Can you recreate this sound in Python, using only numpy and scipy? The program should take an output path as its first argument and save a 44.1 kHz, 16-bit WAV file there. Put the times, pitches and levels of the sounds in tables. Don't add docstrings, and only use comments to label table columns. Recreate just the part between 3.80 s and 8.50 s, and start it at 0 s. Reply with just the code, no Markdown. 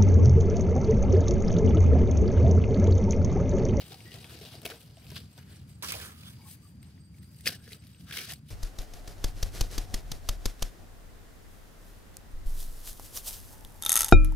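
import sys
import numpy as np
from scipy import signal
from scipy.fft import rfft, irfft
from scipy.io import wavfile
from scipy.ndimage import uniform_filter1d

SR = 44100
rng = np.random.default_rng(int(sys.argv[2]) if len(sys.argv) > 2 else 0)


def dump(signal):
    limited = np.clip(np.atleast_2d(signal).T, -1, 1)
    pcm = np.round(limited * 32767).astype(np.int16)
    wavfile.write(sys.argv[1], SR, pcm)


def attenuation_scalar(level_db):
    decades = np.asarray(level_db, float) / 20
    return 10 ** decades


N = 207490

# peak_s, level_db, rise_s, fall_s, fine_fibres_db
GRIP_STROKES = [(0.002, -45, 0.023, 0.043, -2.5), (.07, -53, 0.092, 0.1, 1.5),
                (.122, -43.5, 0.012, 0.011, -2), (.145, -51, 0.02, 0.01, -3), (.22, -57, 0.046, 0.03, -0.5),
                (.345, -51, 0.1, 0.044, -2), (.443, -54.5, 0.0067, 0.15, -17), (.54, -56, 0.063, 0.77, -4),
                (.755, -51, 0.75, 0.018, -0.5), (.835, -64, .08, 0.026, -9),
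                (.853, -42.5, 0.0047, 0.038, 4.5), (.877, -47, .008, .015, -10),
                (.901, -41.5, 0.018, .02, -5), (.92, -50, 0.013, 0.019, -3), (.955, -52.5, .08, 0.017, -1),
                (1.015, -55, 0.051, 0.06, 1.5), (1.169, -56, 0.01, 0.037, -21),
                (1.263, -59, 0.084, 0.19, 2), (1.305, -53, .004, 0.036, -9),
                (1.345, -56.5, 0.099, 0.12, 1.5), (1.385, -59, .02, 0.035, -3),
                (1.405, -55, 0.063, 0.018, -4), (1.578, -55.5, 0.021, 0.083, -1),
                (1.73, -56.5, 0.063, 0.099, 2.5), (1.52, -62.5, 0.027, 0.078, 2),
                (1.89, -63.5, 0.028, 0.1, 5.5), (3.695, -38, 0.037, 0.0099, 1), (3.71, -49, .02, .02, -1),
                (3.723, -46, .004, 0.035, -1), (3.75, -47.5, 0.066, 0.013, 4), (3.87, -59, 0.17, 0.026, 2),
                (4.21, -60.5, .02, 0.047, 6), (4.56, -57, 0.014, 0.033, 1.5)]
# peak_s, level_db, rise_s, fall_s, fine_fibres_db
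TEAR_STROKES = [(1.365, -41.5, 0.019, 0.026, -5.5), (2.027, -38.5, 0.0013, 0.047, 4),
                (2.051, -38.5, 0.021, .011, -8), (2.075, -43, 0.025, .03, 1),
                (2.095, -35, 0.022, 0.077, -2), (2.122, -38, 0.0083, 0.036, -3.5),
                (2.15, -50, .03, 0.084, -3), (2.17, -57, 0.02, 0.3, 2), (2.2, -47.5, 0.04, 0.066, 3.5),
                (2.25, -46.5, 0.11, 0.066, 1), (2.47, -52, 0.1, 0.075, 2), (2.55, -63.5, 0.07, 0.15, 1),
                (2.69, -56.5, 0.024, 0.066, 11.5), (2.735, -65, 0.1, 0.016, 16.5),
                (2.828, -68, 0.03, 0.13, 9.5), (3.024, -66.5, 0.0059, 0.27, 3),
                (3.388, -69, 0.056, 0.011, 10), (3.432, -63, 0.018, 0.053, 6),
                (3.61, -62.5, 0.12, 0.035, 8.5), (3.659, -37, 0.002, 0.065, 4),
                (3.676, -26, 0.015, 0.0081, 8.5), (3.928, -49, 0.046, 0.041, 2),
                (4.044, -61.5, 0.08, 0.43, 1), (4.312, -47, 0.031, .011, 0),
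                (4.326, -41.5, 0.0059, 0.096, 0.5), (4.355, -39.5, 0.025, 0.017, 3),
                (4.371, -35, 0.02, 0.031, 2.5), (4.386, -37, 0.014, .04, 1), (4.43, -43, 0.063, 0.027, 0),
                (4.452, -45, .02, 0.013, 2), (4.475, -45.5, 0.032, .03, -1), (4.502, -37, 0.025, 0.012, 0),
                (4.517, -37.5, 0.014, 0.021, 2), (4.537, -51, .006, 0.0096, 8),
                (4.704, -53.5, 0.032, .02, 4)]
# peak_s, level_db, rise_s, fall_s
FOLD_STROKES = [(.5, -58.5, 0.019, 0.023), (.92, -52, 0.037, 0.0098), (1.368, -56, 0.013, 0.012),
                (1.585, -66.5, .006, 0.097), (1.72, -64.5, 0.047, 0.065), (2.036, -44.5, 0.0069, 0.029),
                (2.31, -61.5, 0.059, 0.063), (2.43, -62, 0.012, 0.023), (4.312, -56, 0.039, 0.021)]
# peak_s, level_db, rise_s, fall_s
PRESS_STROKES = [(.124, -59, 0.0055, 0.022), (.35, -61, 0.013, 0.043), (.745, -71, 0.022, 0.032),
                 (.835, -57.5, 0.057, 0.012), (.862, -46.5, 0.012, 0.017), (.94, -54, 0.087, 0.033),
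                 (1.31, -67, 0.0088, 0.051), (2.15, -56, 0.059, 0.12), (4.41, -54.5, 0.031, 0.029),
                 (4.49, -57, 0.013, 0.016), (4.522, -57, 0.008, 0.0049)]
# lowest_hz, highest_hz, ring_t60_s, cracks_per_s, size_spread_db, likeness_0_1
HUSK_PARTS = [
    (2270, 5200, 0.034, 3000, 1, 0.37),
    (975, 1785, 0.053, 2000, 0, 0.61),
    (7700, 15500, 0.0096, 9000, 0.3, 0.14),
    (208.7, 865, 0.063, 1600, 2, 0.89),
]
# folds_db, cob_db
GRIP_PARTS, TEAR_PARTS, FOLD_PARTS, PRESS_PARTS = (-10.5, -1.6), (-7, -15), (7.5, 0.62), (0, 10.7)
STROKE_DB = 12
REST_DB = -79

# start_s, peak_db, ring_hz, fine_fibres_db
LEAF_SNAPS = [(0.317, -28, 2680, -18), (.4426, -26, 2400, -16), (1.266, -31.5, 3040, -16),
              (1.302, -29.5, 5300, -6), (1.3565, -28, 3690, -1), (2.0233, -20, 3630, -6),
              (2.0234, -25, 960, -25), (2.1194, -19, 1230, -3), (2.1203, -25, 2570, 11),
              (3.028, -37, 2130, 1.5), (3.382, -43.5, 2200, -29), (3.4426, -43.5, 4800, -18),
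              (3.5447, -42, 4780, -1), (3.6072, -46.5, 1830, 20.5), (3.657, -16, 2310, -19),
              (3.6722, -3.5, 2080, -25), (3.6743, -2, 4860, -19), (3.6806, -12, 4750, -24),
              (3.72, -31.5, 4220, 5), (3.919, -29, 2100, -8), (3.9304, -26, 3850, 2),
              (4.0683, -39, 4460, 4), (4.146, -37, 2900, -26), (4.3091, -20, 1680, -7),
              (4.3223, -31, 1770, -4), (4.3383, -24, 1600, -11), (4.382, -22, 4200, 0),
              (4.3875, -19, 2300, -16), (4.502, -27, 2650, -16), (4.534, -30, 4800, 10)]
# start_s, peak_db, ring_hz, cob_db
COB_KNOCKS = [(.009, -33, 4320, -17), (0.142, -28.5, 4020, -11), (0.2042, -32, 2250, -21),
              (0.34, -30, 2770, -21), (0.6123, -41.5, 3280, 9), (0.65, -29, 4470, -2.5),
              (0.752, -31, 4360, -1), (0.851, -25, 2520, 4), (0.8533, -14, 2780, -24),
              (0.8604, -15.5, 2880, -19), (0.9002, -23.5, 3250, -4), (1.052, -48, 3170, -17),
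              (1.169, -37, 3220, -20), (1.3611, -22.5, 3300, -23), (1.3659, -26, 1660, -4.5),
              (1.5779, -33, 3360, -3), (1.5854, -49, 900, -3), (3.6673, -7, 2240, -11),
              (3.8765, -30, 1670, -6), (4.0376, -48, 2730, 1), (4.7034, -31.5, 4670, 2.5)]
# start_s, peak_db, ring_hz
EDGE_SPLINTERS = [(0.1199, -31, 3900), (.4942, -34, 3500), (.588, -35, 4630), (.816, -34, 3160),
                  (0.8303, -40.5, 4290), (0.8542, -21.5, 2960), (1.3147, -33.5, 3250), (4.5201, -23, 3020)]
SNAP_COB_DB, KNOCK_FINE_DB, SPLINTER_FINE_DB, SPLINTER_COB_DB = -31, -9, 1, -7
# start_s, peak_db, centre_hz
FIBRE_TICKS = [(.041, -40.5, 3550), (0.573, -45, 4000), (.6128, -43, 8000), (.748, -46, 9000),
               (0.851, -32, 10000), (.862, -26, 9900), (0.967, -46, 3000), (1.015, -51, 3500),
               (1.282, -46, 3500), (1.708, -52.5, 3000), (2.028, -30, 10000), (2.2925, -45, 9000),
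               (3.6435, -50, 2500), (3.6589, -26, 4500), (3.6686, -15, 9500), (3.891, -40, 4800),
               (3.9093, -41, 8000), (4.3235, -40, 8000), (4.3252, -29, 3000), (4.365, -31.5, 4500),
               (4.51, -33, 4530), (4.476, -40, 3020), (4.55, -48, 2500)]
# start_s, peak_db, pitch_hz, t60_s
STRUCK_POCKETS = [(.119, -39, 790, 0.062), (0.1202, -40, 3660, .02), (.143, -40, 770, 0.049),
                  (.25, -43, 330, 0.074), (.35, -58, 560, 0.052), (.591, -49, 670, 0.054),
                  (.613, -35, 427, 0.063), (.635, -42, 654, 0.045), (.741, -40, 647, 0.064),
                  (.831, -47, 649, 0.064), (.851, -36, 408, 0.068), (.862, -33, 697, .05),
                  (.875, -35, 2300, 0.019), (.898, -42, 674, 0.066), (.918, -36.5, 464, 0.13),
                  (.918, -40, 1530, 0.03), (.94, -40, 626, 0.063), (1.303, -50, 1670, .03),
                  (1.318, -37, 980, 0.048), (1.318, -36.5, 410, 0.047), (1.363, -38, 1110, 0.051),
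                  (1.387, -48, 470, 0.1), (1.578, -41, 940, 0.07), (1.58, -47.5, 700, 0.068),
                  (2.0249, -38, 1090, 0.02), (2.033, -33, 1000, 0.035), (2.046, -43, 1300, .03),
                  (2.087, -32, 2600, .02), (2.152, -37, 635, 0.066), (2.2, -37, 1740, 0.035),
                  (2.228, -43, 1280, 0.032), (2.06, -55, 490, 0.055), (2.29, -48.5, 750, 0.065),
                  (3.6733, -28, 2100, 0.007), (3.6752, -18, 2400, 0.0068), (3.908, -46, 2040, .02),
                  (3.7205, -44, 3000, 0.011), (3.877, -42, 466, .05), (3.914, -43, 433, 0.084),
                  (4.037, -50, 2230, 0.014), (4.3099, -29.5, 1630, .025), (4.3392, -32, 1580, 0.028),
                  (4.352, -48, 634, 0.052), (4.376, -39, 463, 0.08), (4.3855, -31, 3200, 0.0091),
                  (4.403, -35, 2290, 0.028), (4.425, -47, 433, 0.048), (4.499, -48, 620, 0.041),
                  (4.503, -36, 2720, 0.017), (4.52, -38, 707, 0.045),
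                  (1.357, -35, 3020, 0.0074), (1.588, -43, 6340, 0.0087), (2.434, -40, 2510, .012),
            (3.178, -54.5, 1990, 0.018), (3.344, -54, 2240, 0.027), (3.43, -54, 1980, 0.014),
            (3.556, -53, 5040, .012), (4.558, -54, 4330, 0.04)]
# start_s, length_s, first_hz, last_hz, level_db
LEAF_SQUEAKS = [(0.247, 0.087, 1883, 1985, -55.5), (0.309, 0.13, 1860, 2040, -63.5),
                (1.169, 0.018, 685, 644, -49), (2.19, .25, 1230, 1250, -63.5),
                (2.567, 0.15, 950, 820, -51.5), (2.649, 0.046, 1070, 1060, -50.5),
                (2.588, 0.077, 2230, 2280, -67), (2.813, 0.07, 1130, 1226, -59.5),
                (3.784, 0.029, 1440, 1440, -66), (3.808, 0.049, 1580, 1680, -66),
                (3.85, 0.031, 1720, 1860, -60)]
# start_s, length_s, first_hz, last_hz, level_db
FOLD_CREAKS = [(.29, 0.077, 1900, 2010, -67.5), (.62, 0.086, 600, 646, -57),
               (1.585, 0.038, 1490, 1500, -73), (2.026, 0.034, 950, 1280, -49), (2.13, 0.17, 650, 780, -61),
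               (2.18, 0.13, 1610, 1310, -54), (4.34, .11, 2030, 2360, -50), (2.57, 0.099, 1000, 950, -65),
               (2.44, 0.068, 3280, 3500, -53), (3.595, 0.028, 1900, 1950, -66),
               (3.685, 0.058, 620, 596, -52.5), (3.7, 0.064, 1530, 1800, -51.5),
               (3.78, .035, 1480, 1510, -63), (3.865, 0.021, 1700, 1760, -57),
               (3.9, 0.046, 1680, 2210, -59), (3.9, 0.097, 446, 400, -59), (4.47, 0.058, 620, 656, -53),
               (4.49, 0.045, 1900, 1700, -47.5)]
SQUEAK_WIDTH_HZ, CREAK_WIDTH_HZ = 89, 300

# start_s, left_minus_right_db, left_lead_samples, ground_colour_depth_0_1
HUSK_PLACE = [(0, 2.5, 2, 0.28), (1.968, 2, -2, 0.47), (2.01, -3, -4.5, 0.01), (2.52, -1, -5, 0.06),
              (2.62, 3.5, 1.5, 0.52), (3.6, 2, 1.5, 0.6), (4.71, 1, 1.5, 0.36)]
# frequency_hz, phase_rad_per_sample_of_lead
PORT_PHASE = [(250, 0), (800, 0.4), (1600, 0.05)]
# frequency_hz, gain_db
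GROUND_COLOUR = [(200, -17.5), (350, 2), (515, -24), (690, -9.5), (920, -42), (1150, -17.5), (1600, -1.5),
                 (2300, -2), (4700, 0), (6500, -8), (9500, -5), (15500, -6.5)]
# start_s, peak_db, pitch_hz
HEAP_THUMPS = [(0.616, -39, 164), (1.3, -44, 90), (1.316, -36.5, 152), (1.384, -44, 110.7),
               (2.161, -46, 92), (2.219, -36, 98), (4.515, -36.5, 92)]

CHIRP_START_S, CHIRP_PERIOD_S, CHIRP_HZ, CHIRP_DB = .033, .1862, 8340, -61.5
TRILL_HZ = 4750
# time_s, level_db
TRILL_LEVEL = [(0, -69), (1.5, -74.5), (2.8, -71), (3.2, -71), (3.6, -75), (4.2, -73), (4.71, -74)]
# frequency_hz, density_db_per_hz
AIR_SPECTRUM = [(37, -46), (54, -4), (108, 5), (126, -2.5), (145, 10), (172, -4.5), (236, -10), (365, -25),
                (750, -33), (2200, -36.5), (4000, -44), (6000, -42.5), (9500, -43.5), (16000, -53)]
# time_s, level_db
RUMBLE_LEVEL = [(0.0, -50.5), (0.789, -48.5), (1.01, -55), (1.061, -47.5), (1.18, -53), (1.39, -42),
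                (1.56, -55.5), (1.578, -48.5), (2.65, -47.5), (2.86, -50), (2.96, -47.5), (4.14, -48),
                (4.22, -45.5), (4.402, -50.5), (4.52, -45.5), (4.7, -46)]
# time_s, gain_db
BREEZE_LEVEL = [(2.85, 2), (2.96, 0.5), (3.06, 3), (3.27, -0.5), (3.36, 1), (4.5, 1), (4.62, -0.5),
                (4.69, -1)]
# frequency_hz, likeness_0_1
AIR_LIKENESS = [(50, 1), (250, 1), (700, 0.28), (2000, 0.039), (5000, 0.026), (15000, 0.1)]
# frequency_hz, lead_rad
AIR_PHASE = [(50, 0), (250, 0.55), (2000, 1), (15000, 0.096)]
# frequency_hz, gain_db
MIC_RESPONSE = [(30, -10), (45, -42), (60, -2), (15600, -1.5), (15900, -16), (16500, -34)]


def evened(x):
    return x / np.sqrt(np.mean(x ** 2) + 1e-20)


def read(points, hz):
    f, value = np.transpose(points)
    return np.interp(np.log(hz + 1), np.log(f + 1), value)


def add(mix, s, sound):
    part = mix[..., round(s * SR):][..., :sound.shape[-1]]
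    part += sound[..., :part.shape[-1]]


def resonate(x, hz, width):
    turn = np.exp(2j * np.pi * np.cumsum(hz * np.ones(x.shape[-1])) / SR)
    r = np.exp(-np.pi * width / SR)
    envelope = signal.lfilter([1 - r], [1, -r], x / turn + 1e-18)
    return 2 * (turn * envelope).real


def drift(per_s):
    span = max(round(SR / per_s), 1)
    smooth = uniform_filter1d(rng.standard_normal(N), span)
    return evened(uniform_filter1d(smooth, span))


def crack(noise, hz, width, t60, same, click):
    pair = np.array([noise[0], same * noise[0] + np.sqrt(1 - same ** 2) * noise[1]])
    t = np.arange(pair.shape[1]) / SR
    burst = pair * attenuation_scalar(-60 * t / t60) + click * (t == 0)
    ring = resonate(resonate(burst, hz, width), hz, width)
    return ring / abs(ring).max(1, keepdims=True)


def crackle():
    kinds = [(GRIP_STROKES, GRIP_PARTS), (TEAR_STROKES, TEAR_PARTS),
             (FOLD_STROKES, FOLD_PARTS), (PRESS_STROKES, PRESS_PARTS)]
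    power = sum(strokes(rows, *parts_db) for rows, parts_db in kinds)
    levels = np.sqrt(power + attenuation_scalar(2 * REST_DB))
    s = np.arange(levels.shape[1]) * 64 / SR
    t, out = np.arange(N) / SR, np.zeros((2, N))
    clumps_db = np.minimum(.8 * drift(40) + 2.4 * drift(220), 3.2)
    bending = drift(18)
    held_gain = attenuation_scalar(-5 * strain())
    for (low, high, t60, per_s, spread_db, same), level in zip(HUSK_PARTS, levels):
        size_db = spread_db * np.minimum(rng.exponential(1, N), 4) + clumps_db
        size = attenuation_scalar(size_db) * (rng.random(N) < per_s / SR)
        patch, layer = rng.integers(0, 13, N), np.zeros((2, N))
        for k, hz in enumerate(np.geomspace(low, high, num=13)):
            ring = crack(rng.standard_normal((2, 1800)), hz, 0.49 * hz, t60, same, 0.28)
            ring *= np.sqrt(hz) / np.linalg.norm(ring, axis=1, keepdims=True)
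            wander = attenuation_scalar(3.4 * np.roll(bending, rng.integers(N)))
            hits = size * wander * (patch == k)
            layer += signal.oaconvolve(hits[None], ring, axes=1)[:, :N]
        out += evened(layer) * np.interp(t, s, level) * held_gain
    return out


def strokes(rows, folds_db, cob_db):
    t, power = np.arange(0, N + 64, 64) / SR, 0
    for s, peak_db, rise, fall, *fine_db in rows:
        away = np.maximum((s - t) / max(rise, .001), (t - s) / max(fall, .001))
        away = away + np.maximum(away - 1, 0)
        parts_db = np.array([[0], [folds_db], [sum(fine_db)], [cob_db]])
        power = power + attenuation_scalar(2 * (peak_db - STROKE_DB * away + parts_db))
    return power


def strain():
    marks = np.zeros(N)
    starts = np.array(breaks())[:, 0]
    marks[np.round(starts * SR).astype(int)] = 1
    held = signal.oaconvolve(marks[::-1], np.hanning(700)[350:])[:N][::-1]
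    return np.minimum(held, 1)


def breaks():
    free = [(*row, SNAP_COB_DB) for row in LEAF_SNAPS]
    knocks = [(s, db, hz, KNOCK_FINE_DB, cob_db) for s, db, hz, cob_db in COB_KNOCKS]
    splinters = [(*row, SPLINTER_FINE_DB, SPLINTER_COB_DB) for row in EDGE_SPLINTERS]
    return sorted(free + knocks + splinters)


def snaps():
    out, rows = np.zeros((2, N)), breaks()
    noises = rng.standard_normal((len(rows), 4, 2, 1500))
    bounces = rng.random((len(rows), 2))
    for (s, peak_db, hz, fine_db, cob_db), noise, bounce in zip(rows, noises, bounces):
        leaf = .8 * crack(noise[0], hz, 1300, .012, .85, 9)
        leaf += .4 * crack(noise[1], 3600, 5000, .012, .8, 2.5)
        fine = attenuation_scalar(fine_db + 2) * crack(noise[2], 11500, 9000, .014, .55, 1.5)
        cob = attenuation_scalar(cob_db) * crack(noise[3], 380 + 360 * bounce[1], 480, .03, .97, 8)
        sound = attenuation_scalar(peak_db - 6.5) * (leaf + fine + cob)
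        add(out, s + 0.001125, sound)
        add(out, s + .0036 + .0008 * bounce[0], -attenuation_scalar(-10) * sound)
    return out


def ticks():
    out = np.zeros((2, N))
    for s, peak_db, hz in FIBRE_TICKS:
        noise = rng.standard_normal((2, 600))
        add(out, s, attenuation_scalar(peak_db) * crack(noise, hz, .75 * hz, .012, .7, 3))
    return out


def pockets():
    out, t = np.zeros((2, N)), np.arange(3500) / SR
    for s, peak_db, hz, t60 in STRUCK_POCKETS:
        note = np.sin(2 * np.pi * hz * t) + 0.19 * np.sin(2 * np.pi * 1.6 * hz * t)
        onset = 1 - np.exp(-t * hz / 0.73)
        add(out, s, attenuation_scalar(peak_db - 60 * t / t60) * onset * note)
    return out


def squeaks(rows, width_hz):
    out = np.zeros((2, N))
    for s, length, first_hz, last_hz, db in rows:
        span = round(length * SR)
        hz = np.r_[np.full(2000, first_hz), np.linspace(first_hz, last_hz, span)]
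        noise = rng.standard_normal(len(hz))
        note = resonate(resonate(noise, hz, width_hz), hz, width_hz)[-span:]
        add(out, s, attenuation_scalar(db) * evened(note) * signal.windows.tukey(span, .6))
    return out


def placed(x):
    hz, t, z = signal.stft(x, SR, nperseg=256)
    s, pan_db, lead, depth = np.transpose(HUSK_PLACE)
    phase = (np.pi * hz / SR + read(PORT_PHASE, hz) / 2)[:, None] * np.interp(t, s, lead)
    half = attenuation_scalar(np.interp(t, s, pan_db) / 2) * np.exp(1j * phase)
    colour = attenuation_scalar(read(GROUND_COLOUR, hz)[:, None] * np.interp(t, s, depth))
    z = z * np.array([half, 1 / half]) * colour
    return signal.istft(z, SR, nperseg=256)[1][:, :N]


def thumps():
    out, t = np.zeros((2, N)), np.arange(4000) / SR
    for s, peak_db, hz in HEAP_THUMPS:
        envelope = attenuation_scalar(peak_db - 60 * t / .13) * (1 - np.exp(-t / .004))
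        add(out, s, envelope * np.sin(2 * np.pi * hz * t))
    return out


def chirps():
    out, t = np.zeros(N), np.arange(1250) / SR
    hz = CHIRP_HZ * (1 - .03 * np.clip((t - .021) / .004, 0, 1))
    shape = np.interp(t, [0, .008, .021, .0225, .025, .028], [0, .85, 1, .3, .6, 0])
    stroke = shape * np.sin(2 * np.pi * np.cumsum(hz) / SR)
    for s in CHIRP_START_S + CHIRP_PERIOD_S * np.arange(25):
        for gap in (0, .0425):
            late, db = rng.standard_normal(2)
            add(out, s + gap + 0.0014 * late, attenuation_scalar(CHIRP_DB + 0.5 * db) * stroke)
    fade = attenuation_scalar(-60 * np.arange(5000) / SR / 0.2)
    echo = resonate(rng.standard_normal((2, 5000)), CHIRP_HZ, 400) * fade
    tail = signal.oaconvolve(out[None], echo, axes=1)[:, :N]
    return out * attenuation_scalar([[-2], [2]]) + attenuation_scalar(-8) * tail * np.std(out) / np.std(tail)


def trill():
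    t = np.arange(N) / SR
    throb = 5.1 + np.sin(2 * np.pi * np.cumsum(38 + 4.9 * drift(5.7)) / SR)
    hz = TRILL_HZ + 25 * drift(9.4)
    note = resonate(resonate(rng.standard_normal((2, N)), hz, 210), hz, 210) * throb
    level_db = np.interp(t, *np.transpose(TRILL_LEVEL)) + 2.7 * drift(13)
    return evened(note) * attenuation_scalar(level_db)


def air():
    frames, hz = N // 256 + 5, np.fft.rfftfreq(1024, 1 / SR)
    a, b, c, d, patches = rng.standard_normal((frames, 513, 5)).T
    patches = evened(uniform_filter1d(uniform_filter1d(patches, 10, 0), 12, 1))
    same = np.clip(read(AIR_LIKENESS, hz), -1, 1)[:, None]
    left = a + 1j * b
    shared = same * left * np.exp(-1j * read(AIR_PHASE, hz))[:, None]
    right = shared + np.sqrt(1 - same ** 2) * (c + 1j * d)
    t = np.arange(frames) * 256 / SR
    s, db = np.transpose(RUMBLE_LEVEL)
    swell_db = np.interp(t, s, db - db.mean())
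    breeze_db = np.interp(t, *np.transpose(BREEZE_LEVEL))
    low = 1 / (1 + (hz[:, None] / 350) ** 4)
    z = np.array([left * attenuation_scalar(0.5 * (2 - low)), right])
    z *= attenuation_scalar(read(AIR_SPECTRUM, hz)[:, None] + (0.47 * patches + breeze_db) * (2 - low) + low * swell_db)
    steady = np.sqrt(np.mean(attenuation_scalar(2 * swell_db)))
    noise = signal.istft(z, nperseg=1024, noverlap=768)[1][:, :N]
    return attenuation_scalar(db.mean()) * steady * evened(noise)


def scene():
    husks = crackle() + snaps() + ticks() + pockets()
    husks += squeaks(LEAF_SQUEAKS, SQUEAK_WIDTH_HZ) + squeaks(FOLD_CREAKS, CREAK_WIDTH_HZ)
    return placed(husks) + thumps() + chirps() + trill() + air()


def top_cut(x):
    return signal.sosfilt(signal.butter(12, 16640, fs=SR, output="sos"), x)


def record(dry):
    hz = np.fft.rfftfreq(N, 1 / SR)
    heard = irfft(rfft(dry) * attenuation_scalar(read(MIC_RESPONSE, hz)), N)
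    return top_cut(heard)


dry = scene()
out = record(dry)
dump(out)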